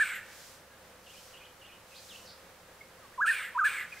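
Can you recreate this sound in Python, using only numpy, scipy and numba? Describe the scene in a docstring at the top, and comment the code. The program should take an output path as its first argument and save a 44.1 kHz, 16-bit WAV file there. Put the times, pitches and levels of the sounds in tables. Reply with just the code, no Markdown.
"""Dry woodland: a pair of bush shrikes duets three times, the first call already under way at the start.
One bird gives a pure, wavering whistle (a gliding sine); its mate cuts in with a tearing rasp, made of
noise in throat resonances that mostly sink. Short gliding notes make far twitter and the pair's soft near
peeps, and filtered noise swishes softly like dry leaves. Ground and trees return short echoes over quiet
air noise, a hum and murmurs."""
import sys
import numpy as np
from scipy import signal
from scipy.fft import rfft, irfft
from scipy.io import wavfile
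from scipy.ndimage import uniform_filter1d, map_coordinates
from numba import njit

SR = 44100
rng = np.random.default_rng(int(sys.argv[2]) if len(sys.argv) > 2 else 0)


def master_out(mix):
    """Clip the mix to full scale and print it as 16-bit PCM to the path in sys.argv[1]."""
    frames = np.transpose(np.atleast_2d(mix))
    ceiling = np.clip(frames, -1, 1)
    pcm = np.round(ceiling * 32767).astype(np.int16)
    wavfile.write(sys.argv[1], SR, pcm)


N = 176400  # samples: 4 seconds

# Pitch curve of each whistle, before the glide smoothing and waver: (time [s], pitch [Hz])
WHISTLE_CURVES = [
    [(0.0, 1537), (0.006, 1720), (0.014, 1794), (0.022, 1720), (0.034, 1539), (0.044, 1460)],
    [(3.18, 1084), (3.188, 989), (3.198, 968), (3.202, 1021), (3.218, 1530), (3.224, 1684), (3.234, 1654),
     (3.248, 1372), (3.258, 1315), (3.266, 1328), (3.276, 1649), (3.288, 1808), (3.3, 1854), (3.316, 1540),
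     (3.328, 1610)],
    [(3.55, 1041), (3.56, 980), (3.572, 975), (3.576, 1057), (3.59, 1540), (3.598, 1567), (3.622, 1198),
     (3.634, 1228), (3.638, 1282), (3.646, 1594), (3.654, 1713), (3.666, 1732), (3.68, 1530), (3.687, 1465)],
]
# Extra strength of each whistle: (level [dB])
WHISTLE_STRENGTHS = [0.3, -0.63, 0.71]
# Brief dips and bumps in the whistle's level: (time [s], change [dB])
WHISTLE_CATCHES = [(3.2195, 1), (3.2456, -2), (3.263, -7), (3.587, -21), (3.605, -11), (3.617, 2.5)]
# Rasp calls: (start [s], length [s], level before the throat levels [dB], throat tuning [factor])
RASP_CALLS = [(-.03, 0.22, -35, 0.978), (3.255, 0.23, -35, 1.023), (3.64, 0.2, -35, 0.99)]
# Throat resonances before tuning and wander:
# (start pitch [Hz], end pitch [Hz], width [Hz], start level [dB], end level [dB])
THROAT_RESONANCES = [(1557, 1700, 515, -6, -8), (2480, 1834, 295, -6.5, -8), (2690, 2600, 1100, -12, -16),
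                     (3870, 2760, 1450, -16.5, -27), (9460, 7100, 1100, -18.5, -35),
                     (8410, 7660, 1270, -14, -27), (13900, 15400, 1900, -22, -40),
                     (16000, 11200, 770, -31, -25), (6700, 10600, 8700, -19.5, -31.5)]
# Single short notes: far chirps, and the pair's soft near peeps at 2.807, 3.918 and 3.97 s:
# (start [s], length [s], start pitch [Hz], middle pitch [Hz], end pitch [Hz],
# level [dB], roughness [fraction of pitch], echo against the direct note [dB])
BIRD_NOTES = [(.695, 0.055, 1660, 1650, 1630, -61, .02, -3.5),
              (1.905, 0.054, 2826, 2500, 2500, -59.5, 0.058, 2.5),
              (1.94, 0.038, 2750, 4000, 4750, -56, .04, 4), (1.962, 0.045, 4800, 4780, 4730, -59, .006, -9),
              (2.088, 0.06, 4300, 3000, 2580, -52.5, .015, 1),
              (2.143, 0.028, 2600, 2800, 3166, -51.5, 0.034, 0),
              (2.25, 0.037, 5730, 5000, 4570, -55, 0.082, -4),
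              (2.265, 0.077, 4600, 4640, 4600, -55, 0.121, -0.5),
              (2.807, .016, 2220, 2147, 2150, -50, .01, -8), (3.01, .07, 1330, 1164, 1030, -59, .02, -10),
              (3.125, 0.032, 1440, 1795, 1950, -58, .02, -8),
              (3.918, .026, 2590, 2450, 2310, -43, 0.023, -7),
              (3.97, 0.012, 2070, 2100, 2100, -48, .01, -9)]
# Far twittering phrases: (start [s], level [dB])
TWITTER_PHRASES = [(1.059, -56.5), (1.328, -55.5), (1.611, -56.5)]
# Notes inside each phrase: (delay [s], length [s], start pitch [Hz], middle pitch [Hz], end pitch [Hz],
# level against the phrase [dB])
TWITTER_SYLLABLES = [(0, 0.031, 3126, 2873, 2600, -0.5), (0.023, .04, 2640, 2945, 3570, -2),
                     (0.073, .03, 2700, 2400, 2600, -1.5), (.104, 0.0313, 2766, 3016, 3180, -0.5)]
# Leafy swishes: (centre [s], length [s], level [dB])
LEAF_SWISHES = [(0.422, 0.42, -53.5), (1.205, 0.41, -56), (2.09, 0.54, -55), (4.0, 0.28, -56.5)]
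# Tone colour of the swishes, only the shape matters: (frequency [Hz], level [dB])
SWISH_COLOUR = [(1000, -16), (3000, -3.5), (4200, 0), (5200, 1.5), (7300, -1), (9000, -4.5), (12000, -7),
                (15500, -10.5)]
# Reflections of the pair from nearby: (delay [s], level [dB])
NEAR_REFLECTIONS = [(0.0131, -17.5), (.021, -20.5)]
# Tone colour of the background air, only the shape matters: (frequency [Hz], level [dB])
AIR_COLOUR = [(20, -12), (52, -9), (85, -19), (130, -11), (185, -5), (270, -11.5), (400, -7.5), (600, -6),
              (900, -8), (1600, -8.5), (2200, -12.5), (3300, -15.5), (6000, -19), (10000, -21),
              (15500, -23.5)]
# How alike left and right are in the air: (frequency [Hz], likeness [0-1])
AIR_STEREO_LIKENESS = [(60, 1), (250, 0.93), (600, 0.82), (1500, 0.75), (3000, 0.48), (6000, .2),
                       (15000, 0)]
# Low murmurs in the background: (centre [Hz], width [Hz], level [dB])
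MURMURS = [(104.4, 21, -73), (520, 60, -65.5)]

# Whistle: level at the reference pitch, and how much louder it gets per octave above it
WHISTLE_DB, WHISTLE_REFERENCE_HZ, WHISTLE_DB_PER_OCTAVE = -24, 1700, 9.5
WHISTLE_ATTACK_S, WHISTLE_RELEASE_S, GLIDE_S, CATCH_S = 0.018, 0.018, 0.004, 0.002
WAVER = 0.0042  # fraction of pitch
# Faint overtones pass only a narrow throat resonance
OVERTONE_HZ, OVERTONE_WIDTH_HZ, OVERTONE_LEVEL_DB = 6900, 600, -36

# Rasp: its envelope, level flutter and the curve of the sinking
RASP_ATTACK_S, RASP_RELEASE_S, SINK_POWER = 0.0096, 0.055, 1.84
RASP_ROUGH_DB, RASP_FLUTTER_HZ = 0.5, 420
# Each resonance wanders (fraction of pitch) and swells on its own
THROAT_WANDER, THROAT_SWELL_DB, THROAT_WANDER_HZ = 0.022, 1.5, 60

# Small notes: roughness is a fraction of pitch
TWITTER_ROUGH, TWITTER_ECHO_DB, NOTE_FLUTTER_HZ, NOTE_T60_S = 0.055, 0.5, 1300, 0.31

# Echoes of the pair: the whistler is the nearer bird and stirs less echo
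WHISTLE_ECHO_DB = -9
BUSH_DB, BUSH_T60_S = -5, 0.055
WOOD_DB, WOOD_T60_S, WOOD_TREBLE_T60_S = -9, 0.92, 0.82

# Background air and hum
AIR_DB, AIR_WANDER_DB = -55.5, 0.6
HUM_HZ, HUM_DB, HUM_WANDER_DB = 73.6, -72, 1.2

# Stereo: the pair reaches the left side first; balance is left minus right
LEFT_LEAD_S, BALANCE_DB = 0.000013, -1.0
TOP_HZ = 15650


def undb(db):
    """Turn decibels into a plain multiplier."""
    return 10 ** (np.asarray(db) / 20)


def unit(x):
    """Scale to an average strength (rms) of 1."""
    return x / (np.sqrt(np.mean(x ** 2)) + 1e-12)


def walk(rate):
    """Smooth random motion with a spread near 1, through `rate` random points per second."""
    points = rng.standard_normal(8192)
    return map_coordinates(points, [np.arange(N) / SR * rate], order=2, mode="wrap")


@njit
def moving_band_pass(x, hz, width):
    """Let through a band of `width` Hz around a centre that may move, using two feedback stores."""
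    y, band, low = np.empty(len(x)), 0., 0.
    for i in range(len(x)):
        g = np.tan(np.pi * hz[i] / SR)
        k = np.pi * width / SR * (1 + g * g) / g  # damping that sets the width
        v = (band + g * (x[i] - low)) / (1 + g * (g + k))
        band, low, y[i] = 2 * v - band, low + 2 * g * v, k * v
    return y


def resonance(hz, width):
    """Rushing-air noise through a steep resonance (two band-passes in a row), rms 1."""
    hz = np.clip(hz, 20., .45 * SR)
    noise = rng.standard_normal(N)[:len(hz)]
    once = moving_band_pass(noise, hz, float(width))
    return unit(moving_band_pass(once, hz, float(width)))


def on_bins(points):
    """Spread (Hz, value) points over the spectrum, evenly in pitch between points."""
    hz, value = np.array(points).T
    bin_hz = np.arange(N // 2 + 1) * SR / N
    return np.interp(np.log(bin_hz + 1e-3), np.log(hz), value)


def stereo_noise(colour, likeness):
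    """Coloured noise, partly shared by left and right, rms 1."""
    c = np.clip(likeness, 0, 1)
    mid, side = rfft(rng.standard_normal((2, N))) * undb(on_bins(colour))
    opposite = np.array([[1], [-1]])
    return unit(irfft(mid * np.sqrt(1 + c) + opposite * side * np.sqrt(1 - c), N))


def scatter(x, t60, treble_t60, likeness, split_hz=4000):
    """Diffuse echo from fading noise; the treble has its own fade and differs between the ears."""
    t = np.arange(SR) / SR
    shared, own = rng.standard_normal(SR), rng.standard_normal((2, SR))
    c = np.clip(likeness, 0, 1)
    low_pass = signal.butter(2, split_hz, fs=SR, output="sos")
    high_pass = signal.butter(2, split_hz, "high", fs=SR, output="sos")
    low = signal.sosfilt(low_pass, np.sqrt(c) * shared + np.sqrt(1 - c) * own)
    high = signal.sosfilt(high_pass, own)
    onset = 1 - np.exp(-t / 0.012)
    # T60 is the time to fade by 60 dB, a factor of 1000
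    slow, fast = (onset * np.exp(-np.log(1000) * t / d) for d in (t60, treble_t60))
    echo = (low * slow + high * fast) / np.sqrt(np.sum(slow ** 2))
    return signal.fftconvolve(x[None], echo, axes=1)[:, :N]


def whistler():
    """A nearly pure tone that swings up and down, louder as it climbs, with a trace of overtones."""
    t, out = np.arange(N) / SR, np.zeros(N)
    waver = 1 + WAVER * walk(200)
    catches = sum(db * np.exp(-((t - s) / CATCH_S) ** 2) for s, db in WHISTLE_CATCHES)
    throat_hz = np.full(N, float(OVERTONE_HZ))
    for curve, gain_db in zip(WHISTLE_CURVES, WHISTLE_STRENGTHS):
        s, hz = np.array(curve).T
        glide = uniform_filter1d(np.interp(t, s, hz), max(1, int(GLIDE_S * SR)))
        pitch = glide * waver
        phase = 2 * np.pi * np.cumsum(pitch) / SR
        # the first whistle is already under way
        onset = s[0] if s[0] > WHISTLE_ATTACK_S else -WHISTLE_ATTACK_S
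        rise = (t - onset + GLIDE_S) / WHISTLE_ATTACK_S
        fall = (s[-1] + GLIDE_S - t) / WHISTLE_RELEASE_S
        gate = np.clip(np.minimum(rise, fall), 0, 1)
        overtones = sum(np.sin(k * phase) for k in range(4, 7))
        narrowed = moving_band_pass(overtones, throat_hz, float(OVERTONE_WIDTH_HZ))
        tone = np.sin(phase) + undb(OVERTONE_LEVEL_DB) * narrowed
        climb_db = WHISTLE_DB_PER_OCTAVE * np.log2(pitch / WHISTLE_REFERENCE_HZ)
        out += np.sqrt(2) * tone * gate * undb(WHISTLE_DB + catches + gain_db + climb_db)
    return out


def rasper():
    """Chaotic, fluttering airflow in throat resonances that mostly sink as the call runs out."""
    t, out = np.arange(N) / SR, np.zeros(N)
    motion = [(1 + THROAT_WANDER * walk(THROAT_WANDER_HZ), THROAT_SWELL_DB * walk(THROAT_WANDER_HZ))
              for _ in THROAT_RESONANCES]
    for start, length, db, tuning in RASP_CALLS:
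        on = (t > start) & (t < start + length + RASP_RELEASE_S / 2)
        age = t[on] - start
        sink = np.minimum(age / length, 1) ** SINK_POWER
        fall = (length - age) / RASP_RELEASE_S + .5
        envelope = np.clip(np.minimum(age / RASP_ATTACK_S, fall), 0, 1)
        for (hz0, hz1, width, db0, db1), (wander, swell) in zip(THROAT_RESONANCES, motion):
            hz = tuning * (hz0 + (hz1 - hz0) * sink) * wander[on]
            level = db + db0 + (db1 - db0) * sink + swell[on]
            out[on] += resonance(hz, width) * envelope * undb(level)
    return out * undb(RASP_ROUGH_DB * walk(RASP_FLUTTER_HZ))


def small_notes():
    """Short gliding sine notes, clear or buzzy, with more or less echo."""
    t, direct, sent = np.arange(N) / SR, np.zeros(N), np.zeros(N)
    twitters = [(s + delay, length, first, middle, last, db + rel, TWITTER_ROUGH, TWITTER_ECHO_DB)
                for s, db in TWITTER_PHRASES
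                for delay, length, first, middle, last, rel in TWITTER_SYLLABLES]
    flutter, grain = walk(NOTE_FLUTTER_HZ), undb(2.0 * walk(180))
    for start, length, first, middle, last, db, rough, echo_db in list(BIRD_NOTES) + twitters:
        on = (t > start) & (t < start + length)
        u = (t[on] - start) / length  # 0 to 1 through the note
        bend = np.polyfit([0, .5, 1], [first, middle, last], 2)
        hz = np.polyval(bend, u) * (1 + rough * flutter[on])
        swell = np.sqrt(2 * np.sin(np.pi * u))
        note = swell * undb(db) * grain[on] * np.sin(2 * np.pi * np.cumsum(hz) / SR)
        direct[on] += note
        sent[on] += undb(echo_db) * note
    return direct + scatter(sent, NOTE_T60_S, NOTE_T60_S, likeness=0.8)


def swishes():
    """Soft swells of hiss, as of dry leaves brushed together."""
    t = np.arange(N) / SR
    swell = sum(undb(db) * np.cos(np.pi * np.clip((t - s) / length, -.5, .5))
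                for s, length, db in LEAF_SWISHES)
    return stereo_noise(SWISH_COLOUR, likeness=0.5) * swell * undb(0.27 * walk(40))


def background():
    """Still air as coloured noise, with a faint wandering hum and low murmurs of narrow noise."""
    air = stereo_noise(AIR_COLOUR, on_bins(AIR_STEREO_LIKENESS))
    air = air * undb(AIR_DB + AIR_WANDER_DB * walk(6.9))
    hum_level = np.sqrt(2) * undb(HUM_DB + HUM_WANDER_DB * walk(4))
    hum_pitch = HUM_HZ * (1 + 0.011 * walk(4.44))
    hum = hum_level * np.sin(2 * np.pi * np.cumsum(hum_pitch) / SR)
    murmurs = sum(undb(db) * resonance(np.full(N, float(hz)), width) for hz, width, db in MURMURS)
    return air + hum + murmurs


def scene():
    """The duet with its echoes, over the small notes, the swishes and the background."""
    t = np.arange(N) / SR
    whistle, rasp = whistler(), rasper()
    pair = whistle + rasp
    echoing = undb(WHISTLE_ECHO_DB) * whistle + rasp
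    near = pair + sum(undb(db) * np.interp(t - delay, t, pair, left=0) for delay, db in NEAR_REFLECTIONS)
    # turning the phase of each frequency delays the right side by less than a sample
    hz = np.arange(N + 1) / (2 * N) * SR
    right = irfft(rfft(near, 2 * N) * np.exp(-2j * np.pi * hz * LEFT_LEAD_S))[:N]
    bushes = undb(BUSH_DB) * scatter(echoing, BUSH_T60_S, BUSH_T60_S, likeness=0.95)
    wood = undb(WOOD_DB) * scatter(echoing, WOOD_T60_S, WOOD_TREBLE_T60_S, likeness=0.99)
    mix = np.array([near, right]) + bushes + wood + small_notes() + swishes() + background()
    return mix * undb(np.array([[BALANCE_DB], [-BALANCE_DB]]) / 2)


def record(dry):
    """A steep low-pass filter removes the very top of the treble."""
    return signal.sosfilt(signal.ellip(10, .2, 70, TOP_HZ, fs=SR, output="sos"), dry)


dry = scene()
out = record(dry)
master_out(out)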